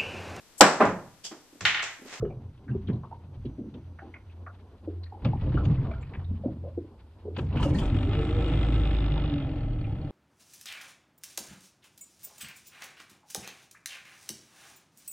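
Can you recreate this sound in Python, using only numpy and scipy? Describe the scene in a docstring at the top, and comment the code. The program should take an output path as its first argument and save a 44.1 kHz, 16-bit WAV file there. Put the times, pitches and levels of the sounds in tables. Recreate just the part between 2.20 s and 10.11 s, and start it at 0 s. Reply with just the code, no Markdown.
"""A small four-stroke outboard on an open metal boat, heard through the hull.
First, wavelets slap the plating and loose gear knocks. At 3.0 s and 5.2 s the starter cord is pulled:
the ratchet whirrs, the starter clanks, the engine chugs and jolts the hull. From 5.5 s the single
cylinder catches with a rising growl; its kicks drum the plates, the intake moans, the valves clatter.
It peaks at 27 firings/s at 6.3 s, then slows towards idle."""
import sys
import numpy as np
from scipy import signal
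from scipy.fft import rfft, irfft, next_fast_len
from scipy.io import wavfile
from scipy.ndimage import uniform_filter1d, minimum_filter1d, map_coordinates

SR = 44100
rng = np.random.default_rng(int(sys.argv[2]) if len(sys.argv) > 2 else 0)


def inscribe(sig):
    """Save sig as 16-bit PCM at rate SR to the path in sys.argv[1].

    A 1-D sig is mono; a 2-D sig holds one channel per row.
    Samples are clipped to [-1, 1] before scaling.
    """
    pcm = np.round(np.clip(np.atleast_2d(sig).T, -1, 1) * 32767)
    wavfile.write(sys.argv[1], SR, pcm.astype(np.int16))


N = 348831

# engine speed: t/s, firing rate/Hz
FIRING_RATE = [(5.5, 21.2), (5.66, 22.3), (5.77, 23.4), (5.86, 24.2), (5.95, 25.3), (6.04, 25.2),
               (6.14, 26), (6.3, 26.85), (6.6, 26.7), (6.75, 26.5), (6.94, 25.8), (7.06, 25), (7.14, 24),
               (7.3, 22.1), (7.4, 20.7), (7.52, 19.4), (7.75, 16.9), (7.91, 15.6)]
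# engine levels: t/s, load/dB, throb/dB, intake moan/dB, sizzle/dB
ENGINE_LEVELS = [(5.5, -8, -34, -27, -62), (5.69, -2, -26, -56, -78), (5.8, -3, -33, -57, -71.5),
                 (5.89, -3, -31, -36.5, -75), (5.93, 1, -34, -48.5, -78), (6.0, 0, -26.5, -36.5, -73),
                 (6.07, -2, -36, -44.5, -70.5), (6.15, -1.5, -27.5, -37.5, -73.5),
                 (6.27, 0.5, -27, -41.5, -71.5), (6.35, 0, -25.5, -48.5, -72), (6.55, -1, -23, -51, -72.5),
                 (6.88, -3, -25, -58, -80), (7.07, -3.5, -29, -66.5, -93), (7.18, -6, -52.5, -67, -91),
                 (7.38, -10.5, -35.5, -68, -91), (7.52, -13, -29, -67, -92), (7.91, -15.5, -58.5, -56, -98)]
# intake pitch: t/s, f/Hz
MOAN_PITCH = [(5.8, 385), (5.89, 397), (5.94, 442), (6.04, 440), (6.1, 465), (6.2, 478), (6.27, 492),
              (6.5, 485), (7.0, 470)]
# growl on catching: t/s, f/Hz, level/dB
GROWL_SWEEP = [(5.45, 65, -40), (5.48, 78.7, -27), (5.52, 136, -24), (5.57, 196, -24), (5.62, 239, -38),
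               (5.68, 238.3, -48), (5.75, 244.2, -36), (5.86, 257, -39), (5.92, 263, -60)]
# engine harmonics: multiples of the firing rate
ORDERS = [4, 6, 12, 14]
# their levels: t/s, level/dB for each order
ORDER_LEVELS = [(5.55, -43, -52, -36, -48), (5.66, -45, -41, -35.5, -43), (5.77, -30, -32, -50, -53),
                (5.86, -30, -45, -56, -47), (5.95, -28.5, -39, -39.5, -43), (6.03, -36, -39, -41, -41),
                (6.12, -28.5, -43, -36, -42), (6.27, -32.5, -36, -56, -49), (6.38, -26.5, -43, -43, -58),
                (6.55, -29.5, -38.5, -43, -51), (6.74, -32, -46.5, -41, -54.5), (6.92, -43, -36, -33, -51),
                (7.04, -47, -41, -45, -63), (7.14, -40.5, -33.5, -33.5, -61.5),
                (7.25, -42.5, -44, -45, -52), (7.31, -47, -41, -39, -42.5), (7.41, -43.5, -47, -59, -36),
                (7.5, -39, -35, -61, -51.5), (7.72, -42, -37, -58, -53.5), (7.91, -55, -45.5, -55, -66)]
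# plates singing on the shaft orders: f/Hz, width/Hz, level/dB
SINGING_MODES = [(244.7, 11, 1), (294.7, 35.4, 4)]
# broad plating resonances: f/Hz, width/Hz, level/dB
PLATING_MODES = [(221.6, 72, 1.5), (287, 113, 0.5), (474.5, 55, -2), (573, 115, -3), (773, 65, -5)]
# tappets: f/Hz, width/Hz, level/dB
TAPPET_MODES = [(1311, 41, 9), (1774, 240, -0.5), (2050, 150, 2.5), (2486, 270, -2), (2860, 86, 2.5),
                (3260, 72, 2.5), (3680, 110, -11), (4200, 180, -15.5), (4850, 200, -18)]
# valve seat: f/Hz, width/Hz, level/dB
SEAT_MODES = [(2480, 200, -13), (2860, 95, -5.5), (3590, 330, -7.5), (4960, 230, -24.5)]
# valve seat tick: t/s, level/dB
SEAT_LEVEL = [(5.6, -61.5), (6.3, -55), (6.75, -52), (7.12, -54.5), (7.3, -71.5), (7.5, -83)]
# cowl clatter: f/Hz, level/dB
COWL_SPECTRUM = [(470, -37), (800, 1), (984, -6), (1110, -2.5), (1400, -2.5), (1630, -9), (2050, -11.5),
                 (2190, -7.5), (2450, -7.5), (3590, -12.5), (3990, -19), (4690, -30.5), (6100, -56),
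                 (10300, -120)]
# engine sizzle: f/Hz, level/dB
SIZZLE_SPECTRUM = [(4000, -35), (5500, -0.5), (6500, -7.5), (7600, 1), (8300, -5.5), (9600, -8),
                   (10200, -47), (13000, -120)]
# cord pulls: start/s, hardest/s, end/s, start level/dB, hardest level/dB
CORD_PULLS = [(3.013, 3.39, 4.06, -61, -53), (5.2, 5.436, 5.9, -66, -41)]
# ratchet whirr, also water fizz: f/Hz, level/dB
WHIRR_SPECTRUM = [(530, -18), (900, -10.5), (1140, -15.5), (1320, -15), (1600, -17.5), (1880, -19),
                  (2970, -20.5), (4690, -31), (6100, -51.5), (10300, -120)]
# pawl scrapes: t/s, level/dB
PAWL_SCRAPES = [(3.45, -78.5), (5.18, -67.5), (5.37, -69), (5.405, -61), (5.429, -51), (5.546, -57),
                (5.587, -54), (5.62, -71)]
# pawl noise: f/Hz, level/dB
PAWL_SPECTRUM = [(3500, -35), (4800, -6), (6500, -6.5), (8300, -9.5), (9300, -20), (10500, -13),
                 (11700, -22.5), (12500, -42.5), (15000, -120)]
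# starter clanks: t/s, level/dB, tilt/dB per cluster
STARTER_CLANKS = [(3.046, -30, 6.5), (3.449, -42.5, 12), (3.708, -40, -23), (3.992, -39, -16),
                  (5.163, -36.5, 5), (5.182, -30, 4.5), (5.354, -30, -3), (5.426, -27, 6.5),
                  (5.582, -51, 20), (5.613, -33, 1)]
# starter mode clusters: f/Hz, level/dB, t60/s, spread/1
STARTER_CLUSTERS = [(910, -1, 0.098, 0.57), (2800, -7.5, 0.071, 0.29), (4620, -30, 0.08, 0)]
# metal knocks and pings from loose gear and the starter: t/s, level/dB, f/Hz, spread/1
METAL_KNOCKS = [(0.004, -43.5, 1246, 0.14), (0.047, -41, 1306, 0.21), (0.05, -56, 2890, 0.03),
                (0.101, -53, 2350, 0.09), (0.375, -57, 2780, 0.45), (0.479, -41, 1580, 0.13),
                (0.5087, -56, 2690, 0.03), (0.671, -45.5, 3200, 0.11), (0.683, -36.5, 1700, 0.46),
                (0.7286, -57, 3900, 0.11), (0.833, -35.5, 995, 0.16), (0.91, -34.5, 793, 0.2),
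                (0.92, -34.5, 916, 0.04), (1.251, -51, 3330, 0.26), (1.538, -49.5, 3000, 0.3),
                (1.787, -38.5, 1485, 0.19), (1.819, -37.5, 784, 0.03), (1.938, -37.5, 2134, 0.14),
                (1.945, -50, 1440, 0.02), (2.0957, -58, 2540, 0.13), (2.264, -30, 1296, 0.2),
                (2.832, -49, 4270, 0.09), (2.862, -52.5, 1870, 0.1), (2.919, -32, 820, 0.07),
                (3.131, -29, 825, 0.04), (3.197, -52, 1950, 0.02), (3.344, -46, 2950, 0),
                (3.369, -26.5, 1316, 0.09), (3.5044, -58, 2010, 0.64), (3.5723, -52, 2070, 0),
                (3.66, -43, 676, 0), (3.71, -39.5, 659, 0), (3.734, -39, 1394, 0.06),
                (3.712, -48, 2320, 0.05), (3.644, -39.5, 1160, 0.24), (3.808, -52, 7500, 0.06),
                (3.827, -44, 2170, 0.2), (3.934, -35, 1980, 0.28), (4.042, -55, 3710, 0.07),
                (5.1463, -46.5, 2760, 0.3), (5.367, -33.5, 2420, 0.26), (5.366, -46, 1445, 0.03),
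                (5.388, -37, 2820, 0.06), (5.388, -40, 1160, .05), (5.397, -32.5, 980, 0.04),
                (5.427, -31, 1270, 0.09), (5.425, -34, 2880, 0.02), (5.454, -39, 2790, 0.03),
                (5.517, -43, 2250, 0.02), (5.426, -42, 8050, .02), (5.426, -40, 10400, 0.1),
                (5.545, -48, 7300, 0), (5.612, -40, 7630, 0), (3.44, -49, 6500, .05),
                (5.545, -36, 1830, 0.07), (5.548, -43, 4320, 0.07), (5.582, -40.5, 3410, 0.02),
                (5.585, -39.5, 3100, 0), (5.613, -32, 800, 0.22), (6.961, -29.5, 820, 0.22),
                (7.639, -42.5, 2420, 0.15), (7.691, -42, 850, 0.04)]
# hull thuds from water slaps and the pulled engine's chug: t/s, level/dB, f/Hz, t60/s, spread/1
HULL_THUDS = [(0.024, -17, 402, 0.16, 0.2), (0.059, -32.5, 388, 0.18, 0.3), (0.099, -35, 420, 0.21, 0.6),
              (0.465, -36, 267, 0.15, 0.15), (0.507, -26, 199.3, 0.53, 0.21), (0.55, -19, 381, 0.13, 0.05),
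              (0.685, -25.5, 350, 0.18, 0.22), (0.692, -22, 199.7, 0.3, 0.21),
              (1.249, -27, 276, 0.22, 0.22), (1.383, -28.5, 258, 0.59, 0.3), (1.468, -39, 223, 0.27, 0),
              (1.543, -38, 256, 0.37, 0.4), (1.826, -38.5, 297, 0.37, 0.24),
              (2.675, -25.5, 342, 0.23, 0.24), (3.056, -23.5, 210, 0.21, 0.2),
              (3.222, -29.5, 333, 0.16, 0.25), (3.262, -29.5, 523, 0.14, 0.07),
              (3.265, -22, 218, 0.18, 0.6), (3.356, -29, 417, 0.11, 0.03), (3.344, -16.5, 237, 0.082, 0.35),
              (3.434, -24.5, 299.3, 0.35, 0.03), (4.107, -25.5, 214, 0.21, 0.26),
              (4.143, -31, 202, 0.44, 0.09), (4.256, -21, 201, 0.37, 0.45), (4.331, -46, 236, 0.17, 0.3),
              (4.436, -27.5, 549, 0.18, 0.17), (4.575, -25, 348, 0.2, 0.21), (4.595, -28, 325, 0.1, 0.28),
              (4.645, -32.5, 344.6, 0.11, 0.22), (5.048, -33, 330, 0.55, 0.42),
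              (5.063, -30, 410.4, 0.33, 0), (5.08, -34, 426, 0.24, 0.04), (5.177, -22, 288, 0.2, 0.83),
              (5.36, -27, 269, 0.19, 0.12), (5.455, -20.5, 298.5, 0.41, 0.03), (7.73, -30, 185, 0.17, 0.08),
              (6.489, -18, 218, 0.13, 0.3), (3.052, -23, 490, 0.12, 0.4), (3.51, -39, 434, 0.18, 0.7),
              (4.236, -28.5, 556, 0.21, 0.14), (4.279, -34.5, 690, 0.11, 0.04),
              (5.452, -21.5, 570, 0.19, 0.03), (5.483, -29.5, 534, 0.32, 0.15), (5.506, -26, 468, 0.15, 0)]
# jolts from waves and compression: t/s, boom/dB, sway/dB
HULL_JOLTS = [(0.028, -38.5, -36.5), (0.172, -48, -55.5), (0.506, -27.5, -33.5), (0.691, -28, -60.5),
              (0.737, -27.5, -50), (1.181, -44, -39.5), (1.27, -37, -45), (3.06, -23, -57.5),
              (3.09, -23, -54.5), (3.151, -25, -46), (3.228, -25.5, -24), (3.269, -29, -41),
              (3.31, -25.5, -41), (3.355, -19.5, -25), (3.399, -30.5, -44), (3.474, -21, -36),
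              (3.508, -20.5, -33.5), (3.586, -22.5, -38), (3.626, -29.5, -37), (3.69, -43, -42),
              (3.77, -45, -47), (3.97, -35.5, -35.5), (4.098, -48, -37), (4.27, -36, -48),
              (5.202, -32, -35), (5.232, -29.5, -40), (5.28, -41, -44), (5.361, -24.5, -30),
              (5.431, -30.5, -18.5), (5.513, -15.5, -28), (5.62, -17.5, -31), (5.73, -9, -31)]
# bilge space: f/Hz, width/Hz, level/dB
BILGE_MODES = [(128.7, 52.8, -3), (198, 46, -15.5)]
# bilge boom between jolts: t/s, level/dB
BILGE_LEVEL = [(0, -33), (.42, -53.5), (.9, -51.5), (1.6, -49), (2.0, -63.5), (3.0, -73), (3.9, -46),
               (4.4, -44), (4.75, -63), (5.05, -73), (5.2, -38)]
# floor panel: f/Hz, width/Hz, level/dB
FLOOR_MODES = [(87.4, 7.2, 0)]
# floor panel ring: t/s, level/dB
FLOOR_LEVEL = [(0, -47), (.17, -69), (.26, -40.5), (.4, -66), (.51, -37), (.78, -36.5), (.85, -54),
               (1.28, -43), (1.4, -57), (1.63, -43), (1.9, -46.5), (2.19, -40.5), (2.4, -52), (2.64, -53),
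               (2.69, -38.5), (2.9, -42.5), (3.01, -48.5), (3.07, -40.5), (3.49, -31), (3.63, -51.5),
               (4.13, -33), (4.24, -48.5), (4.42, -35.5), (4.63, -38.5), (4.73, -62), (4.84, -45),
               (5.02, -51.5), (5.07, -40.5), (5.36, -32.5), (5.75, -34)]
# water wash: f/Hz, level/dB
WASH_SPECTRUM = [(110, -39.5), (190, 2.5), (350, 0), (600, -8), (1030, -11), (1600, -34.5), (3500, -120)]
# background hiss: f/Hz, level/dB
HISS_SPECTRUM = [(800, -34), (1400, -2), (2100, -22.5), (3400, -14), (4800, -15), (5800, -20.5),
                 (7000, -22.5), (9000, -22.5), (13000, -26), (14000, -34), (15500, -46.5)]
# stereo width: f/Hz, side gain/dB
SIDE_GAIN = [(30, -36.5), (200, -24), (500, -18.5), (1000, -11), (2000, -8), (4000, 2.5), (6000, -1),
             (9000, 3), (13000, -1)]

THUMP_DB, DRUM_DB, CLATTER_DB = -30.5, -34, -44  # at 0 dB load
LASH_TURNS, LOOSE_PER_S = 0.035, 160
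TEETH_PER_S, RATTLES_PER_S, RUN_DOWN_DB_PER_S = 80, 54, 21.5
KNOCK_T60_S, BOOM_T60_S, SWAY_T60_S, JOLT_RISE_S = 0.16, 0.29, 0.72, 0.027
SWAY_PULL_DB, BOOM_PULL_DB, WASH_PULL_DB = 21, 13.5, 10  # re pull gain
WASH_JOLT_DB = -21.5  # re boom jolt
SWAY_CALM_DB, WASH_CALM_DB, FIZZ_DB, HISS_DB, WHINE_DB = -55.5, -58.5, -72, -78, -91.5
METAL_CUTOFF_HZ, THUD_CUTOFF_HZ, TOP_HZ = 5200, 810, 15500


def engine():
    """Four-stroke single: a throb and a kick every turn, a firing every second turn."""
    firing_hz, = curves(FIRING_RATE)
    load_db, throb_db, moan_db, sizzle_db = curves(ENGINE_LEVELS)
    shaft_hz = 2 * firing_hz
    turns = np.cumsum(shaft_hz) / SR
    turn_index = turns.astype(int)
    kicks = turn_starts(turns) * amp(rng.normal(0, 2, turn_index[-1] + 1))[turn_index]
    throb = amp(throb_db) * np.sin(2 * np.pi * turns) + amp(-40) * np.sin(np.pi * turns + 1.2)
    tonal = np.sqrt(2) * (throb + intake_moan(moan_db) + growl() + harmonics(turns))
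    drumming = hull_drumming(kicks, turn_index % 2, shaft_hz, load_db)
    valves = valve_train(turns, shaft_hz, load_db, sizzle_db)
    return (tonal + drumming + valves) * gate(5.5, 9, 0.15)


def hull_drumming(kicks, unfired, shaft_hz, load_db):
    """Kicks, harder on firing turns, and turbulent combustion noise ring the hull and its plates."""
    turbulence = rng.standard_normal((2, N)) * np.sqrt(shaft_hz / SR)
    drive = kicks * (1 - 1.44 * unfired) + 0.67 * turbulence[0]
    low = ringing(drive, [(76.3, 27.4, 0.6), (105.0, 23.4, 1.4)])
    upper = ringing(0.15 * kicks + 0.91 * turbulence[0], [(136.4, 30, 0.4)])
    singing = steady(ringing(kicks * (1 - 0.53 * unfired), SINGING_MODES))
    plating = steady(ringing(0.35 * kicks + turbulence[1], PLATING_MODES))
    thump = amp(THUMP_DB + 0.25 * load_db) * steady(low + upper)
    drum = amp(DRUM_DB + 0.57 * load_db) * steady(singing + 0.75 * plating)
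    return thump + drum


def harmonics(turns):
    """Multiples of the firing rate, each wavering in level and phase."""
    tones = np.zeros(N)
    for order, db in zip(ORDERS, curves(ORDER_LEVELS)):
        gain = amp(db - 1 + 2 * wobble(14) + 3 * wobble(45))
        cycles = order * turns / 2 + rng.random() + 0.14 * wobble(22)
        tones += gain * np.sin(2 * np.pi * cycles)
    return tones


def intake_moan(level_db):
    """The intake sounds one unsteady, gliding tone."""
    gain = amp(level_db + 2.5 * wobble(40))
    cycles = np.cumsum(curves(MOAN_PITCH)[0]) / SR + 0.14 * wobble(30)
    return gain * np.sin(2 * np.pi * cycles)


def growl():
    """A tone sweeps up as the cylinder catches."""
    hz, db = curves(GROWL_SWEEP)
    tone = np.sin(2 * np.pi * np.cumsum(hz) / SR)
    return amp(db + 2.9 * wobble(50)) * tone * gate(5.44, 5.93, 0.0142)


def valve_train(turns, shaft_hz, load_db, sizzle_db):
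    """Valves strike once a turn, scattered by lash; loose parts rattle in between."""
    lashed = turns + LASH_TURNS * wobble(60)
    since_s = (lashed % 1) / shaft_hz
    force = amp(rng.normal(0, 1.5, int(turns[-1]) + 2))[np.maximum(lashed, 0).astype(int)]
    loose = random_pulses(LOOSE_PER_S, mean_db=0, scatter_db=4, tau_s=0.0025)
    burst = force * decay(since_s, 0.03) * (1 - np.exp(-since_s / 0.001))
    envelope = 0.27 + 0.2 * loose + burst
    strike = force * decay(since_s, 0.0009) * rng.standard_normal(N)
    tappets = ringing(strike + (0.12 + 0.1 * loose) * rng.standard_normal(N), TAPPET_MODES)
    seat = unit(ringing(force * turn_starts(lashed) + 0.12 * strike, SEAT_MODES))
    seat *= amp(curves(SEAT_LEVEL)[0] - 3 * (np.floor(lashed) % 2))
    ping = amp(-76) * steady(ringing(strike, [(4340, 150, 0)]))
    clatter = steady(noise(COWL_SPECTRUM, envelope) + 0.75 * unit(tappets))
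    sizzle = steady(noise(SIZZLE_SPECTRUM, envelope))
    return amp(CLATTER_DB + load_db) * clatter + seat + ping + amp(sizzle_db) * sizzle


def cord_pull():
    """Starter gain: grows while the cord is drawn, then runs down."""
    gain = np.zeros(N)
    for on_s, top_s, off_s, on_db, top_db in CORD_PULLS:
        off_db = top_db - RUN_DOWN_DB_PER_S * (off_s - top_s)
        db, = curves([(on_s, on_db), (top_s, top_db), (off_s, off_db)])
        gain += amp(db) * gate(on_s, off_s, 0.013)
    return gain


def ratchet(pull):
    """The starter ratchet whirrs tooth by tooth."""
    teeth = random_pulses(TEETH_PER_S, mean_db=2, scatter_db=3.5, tau_s=0.005)
    return noise(WHIRR_SPECTRUM, 0.95 + teeth) * pull * amp(2 * wobble(30))


def pawls():
    """The pawls scrape in short surges as they bite and slip free."""
    gain = swells(*np.transpose(PAWL_SCRAPES), rise_s=0.012, t60_s=0.32)
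    return gain * noise(PAWL_SPECTRUM, amp(2.3 * wobble(80)))


def metal_knocks(pull):
    """Knocks, pings and rattles from loose gear and the starter; the hull answers an octave down."""
    knocks = [(s, db, hz, KNOCK_T60_S / (1 + 2.5 * spread), spread)
              for s, db, hz, spread in METAL_KNOCKS]
    answers = [(s, db - 9.5, hz / 2, KNOCK_T60_S, 0.4)
               for s, db, hz, _ in METAL_KNOCKS if hz < METAL_CUTOFF_HZ]
    clanks = [(s, db + cluster_db + k * tilt_db, hz, t60_s, spread) for s, db, tilt_db in STARTER_CLANKS
              for k, (hz, cluster_db, t60_s, spread) in enumerate(STARTER_CLUSTERS)]
    draws = rng.random((260, 3))
    times_s = np.cumsum(-np.log(1 - draws[:, 0])) / RATTLES_PER_S
    rattles = [(s, 11.5 - 8 * softness, 1000 * 3 ** pitch, 0.06, 0.16)
               for s, (_, softness, pitch) in zip(times_s, draws) if s < 5.8 and pull[round(s * SR)] > 0]
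    sound = blows(knocks + answers + clanks, rise_s=0.002) + pull * blows(rattles, rise_s=0.002)
    return lowpass(sound, METAL_CUTOFF_HZ)


def hull_thuds():
    """Low, dull hull thuds: water slaps, and the engine chugging as the cord is pulled."""
    return lowpass(blows(HULL_THUDS, rise_s=0.0011), THUD_CUTOFF_HZ)


def rocking(pull):
    """Waves and the jerked cord drive the hull's low resonances; water washes along with the jolts."""
    times_s, boom_db, sway_db = np.transpose(HULL_JOLTS)
    boom_jolt = swells(times_s, boom_db, JOLT_RISE_S, BOOM_T60_S)
    sway_jolt = swells(times_s, sway_db, JOLT_RISE_S, SWAY_T60_S)
    sway = even(ringing(rng.standard_normal(N), [(32.0, 58, 1.0), (59.0, 29, 5)]))
    sway *= power_sum(amp(SWAY_CALM_DB), sway_jolt, amp(SWAY_PULL_DB) * pull)
    floor = even(even(ringing(rng.standard_normal(N), FLOOR_MODES))) * amp(curves(FLOOR_LEVEL)[0])
    boom = even(even(ringing(rng.standard_normal(N), BILGE_MODES))) * amp(1.3 * wobble(20))
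    boom *= power_sum(amp(curves(BILGE_LEVEL)[0]), boom_jolt, amp(BOOM_PULL_DB) * pull)
    wash = noise(WASH_SPECTRUM, amp(3.8 * wobble(21.91)))
    wash *= power_sum(amp(WASH_CALM_DB), amp(WASH_JOLT_DB) * boom_jolt, amp(WASH_PULL_DB) * pull)
    return sway + floor + boom + wash


def fizz():
    """The flickering upper edge of calm water."""
    return amp(FIZZ_DB + 3.6 * wobble(40)) * noise(WHIRR_SPECTRUM)


def far_whine():
    """A faint narrow band at 6 kHz, perhaps insects on the shore."""
    band = unit(ringing(rng.standard_normal(N), [(6010, 300, 0)]))
    return amp(WHINE_DB + 2.5 * wobble(3)) * band * gate(-1, 2.68, 0.15)


def blows(table, rise_s):
    """Each blow rings a dense mode cluster; more spread, less pitch and a softer onset."""
    out, t = np.zeros(N + SR), np.arange(SR // 4) / SR
    bins_hz = np.fft.rfftfreq(len(t), 1 / SR) + 1
    fade = np.minimum(5 * (1 - t / t[-1]), 1)
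    for s, db, hz, t60_s, spread in table:
        detune = np.log(bins_hz / hz) / (spread + 0.038)
        bands = np.exp(-(detune / np.array([[0.95], [1.9]])) ** 2)
        core, skirt = irfft(rfft(rng.standard_normal((2, len(t)))) * bands, len(t))
        modes = max(0.7 - 2.2 * spread, 0) * np.sin(2 * np.pi * hz * t)
        modes += min(0.23 + 2.8 * spread, 0.55) * even(even(core))
        modes += 0.49 * amp(-45 * t / t60_s) * unit(skirt)
        fall = decay(t, t60_s) + 0.35 * decay(t, 1.96 * t60_s)  # the hull rattles on
        contact = 1 - np.exp(-t / (rise_s * (1 + (spread / 1.1) ** 2)))
        out[round(s * SR):][:len(t)] += amp(db - 5) * fall * contact ** 2 * modes * fade
    return out[:N] * amp(2.5 * wobble(120))  # chatter of loose parts


def swells(times_s, db, rise_s, t60_s):
    """Gain of events that swell to db at their times and die away."""
    t = np.arange(0, N, 32) / SR
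    since_s = np.maximum(t - times_s[:, None] + rise_s, 0)
    shape = np.minimum(since_s / rise_s, 1) ** 2 * decay(np.maximum(since_s - rise_s, 0), t60_s)
    return np.interp(np.arange(N) / SR, t, np.sqrt(amp(db) ** 2 @ shape ** 2))


def random_pulses(per_s, mean_db, scatter_db, tau_s):
    """Randomly timed pulses with exponential tails."""
    hits = (rng.random(N) < per_s / SR) * amp(rng.normal(mean_db, scatter_db, N))
    return signal.lfilter([1], [1, -np.exp(-1 / (tau_s * SR))], hits)


def turn_starts(turns):
    return np.diff(np.floor(turns), prepend=0) > 0


def amp(db):
    return 10 ** (np.asarray(db) / 20)


def decay(t, t60_s):
    return amp(-60 * t / t60_s)


def power_sum(*gains):
    return np.sqrt(sum(g ** 2 for g in gains))


def unit(x):
    return x / np.sqrt(np.mean(x ** 2) + 1e-20)


def steady(x):
    """x at rms 1 over a sliding 0.2 s."""
    return x / np.sqrt(np.abs(uniform_filter1d(x ** 2, SR // 5)) + 1e-20)


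def even(x):
    """Flatter envelope, rms 1: a ringing panel or cavity holds its level better than raw noise."""
    return unit(x / np.abs(signal.hilbert(x)) ** 0.18)


def curves(rows):
    """One value per sample for each column after t/s."""
    times_s, *columns = np.transpose(rows)
    return [np.interp(np.arange(N) / SR, times_s, c) for c in columns]


def gate(on_s, off_s, fade_s):
    t = np.arange(N) / SR
    return np.clip(np.minimum(t - on_s, off_s - t) / fade_s, 0, 1)


def wobble(knots_per_s):
    """Smooth random curve."""
    knots = rng.standard_normal(int(N * knots_per_s / SR) + 4)
    return map_coordinates(knots, [np.arange(N) * knots_per_s / SR])


def filtered(x, response):
    size = next_fast_len(N + SR // 2)
    return irfft(rfft(x, size) * response(np.fft.rfftfreq(size, 1 / SR)), size)[..., :N]


def lowpass(x, cutoff_hz):
    return filtered(x, lambda f: 1 / (1 + (f / cutoff_hz) ** 4))


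def shaped(x, spectrum):
    """x through (f/Hz, level/dB) points on a log axis."""
    hz, db = np.transpose(spectrum)
    return filtered(x, lambda f: amp(np.interp(np.log(f + 1), np.log(hz + 1), db)))


def ringing(x, modes):
    """x through (f/Hz, width/Hz, level/dB) resonances, each squared for deep valleys."""
    return filtered(x, lambda f: sum(amp(db) * (1j * f * width / (hz * hz - f * f + 1j * f * width)) ** 2
                                     for hz, width, db in modes))


def noise(spectrum, envelope=1):
    """Coloured noise under an envelope, rms 1."""
    return unit(shaped(envelope * rng.standard_normal(N), spectrum))


def scattered_side(mid):
    """The hull carries bass alike to both channels; treble leads on the left, partly scattered."""
    bins = signal.stft(mid, nperseg=512)[2]
    drift = uniform_filter1d(rng.standard_normal(bins.shape), 3, axis=0)
    drift = uniform_filter1d(drift, 5, axis=1)
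    scattered = signal.istft(1j * bins * np.exp(1.2j * unit(drift)), nperseg=512)[1][:N]
    return shaped(scattered, SIDE_GAIN)


def scene():
    """Mid/side mix; rocking, ratchet and fizz fade out as the engine catches."""
    pull = cord_pull()
    before_start = (rocking(pull) + ratchet(pull) + fizz()) * gate(-1, 5.91, 0.7)
    mid = before_start + hull_thuds() + metal_knocks(pull) + engine() + pawls()
    side = scattered_side(mid)
    mid += far_whine() + amp(HISS_DB) * noise(HISS_SPECTRUM)
    side += amp(HISS_DB - 2.5) * noise(HISS_SPECTRUM)
    return np.array([mid + side, mid - side])


def record(dry):
    """A limiter ducks the loudest thumps; the band runs from 14 Hz to TOP_HZ."""
    ceiling, window = 0.22, SR // 40
    needed = np.minimum(1, ceiling / (np.abs(dry).max(axis=0) + 1e-9))
    gain = uniform_filter1d(minimum_filter1d(needed, size=window), size=window)
    limited = dry * gain * gate(-1, N / SR, 0.0014)
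    return filtered(limited, lambda hz: (hz < TOP_HZ) * hz ** 2 / (hz ** 2 + 14 ** 2))


dry = scene()
out = record(dry)
inscribe(out)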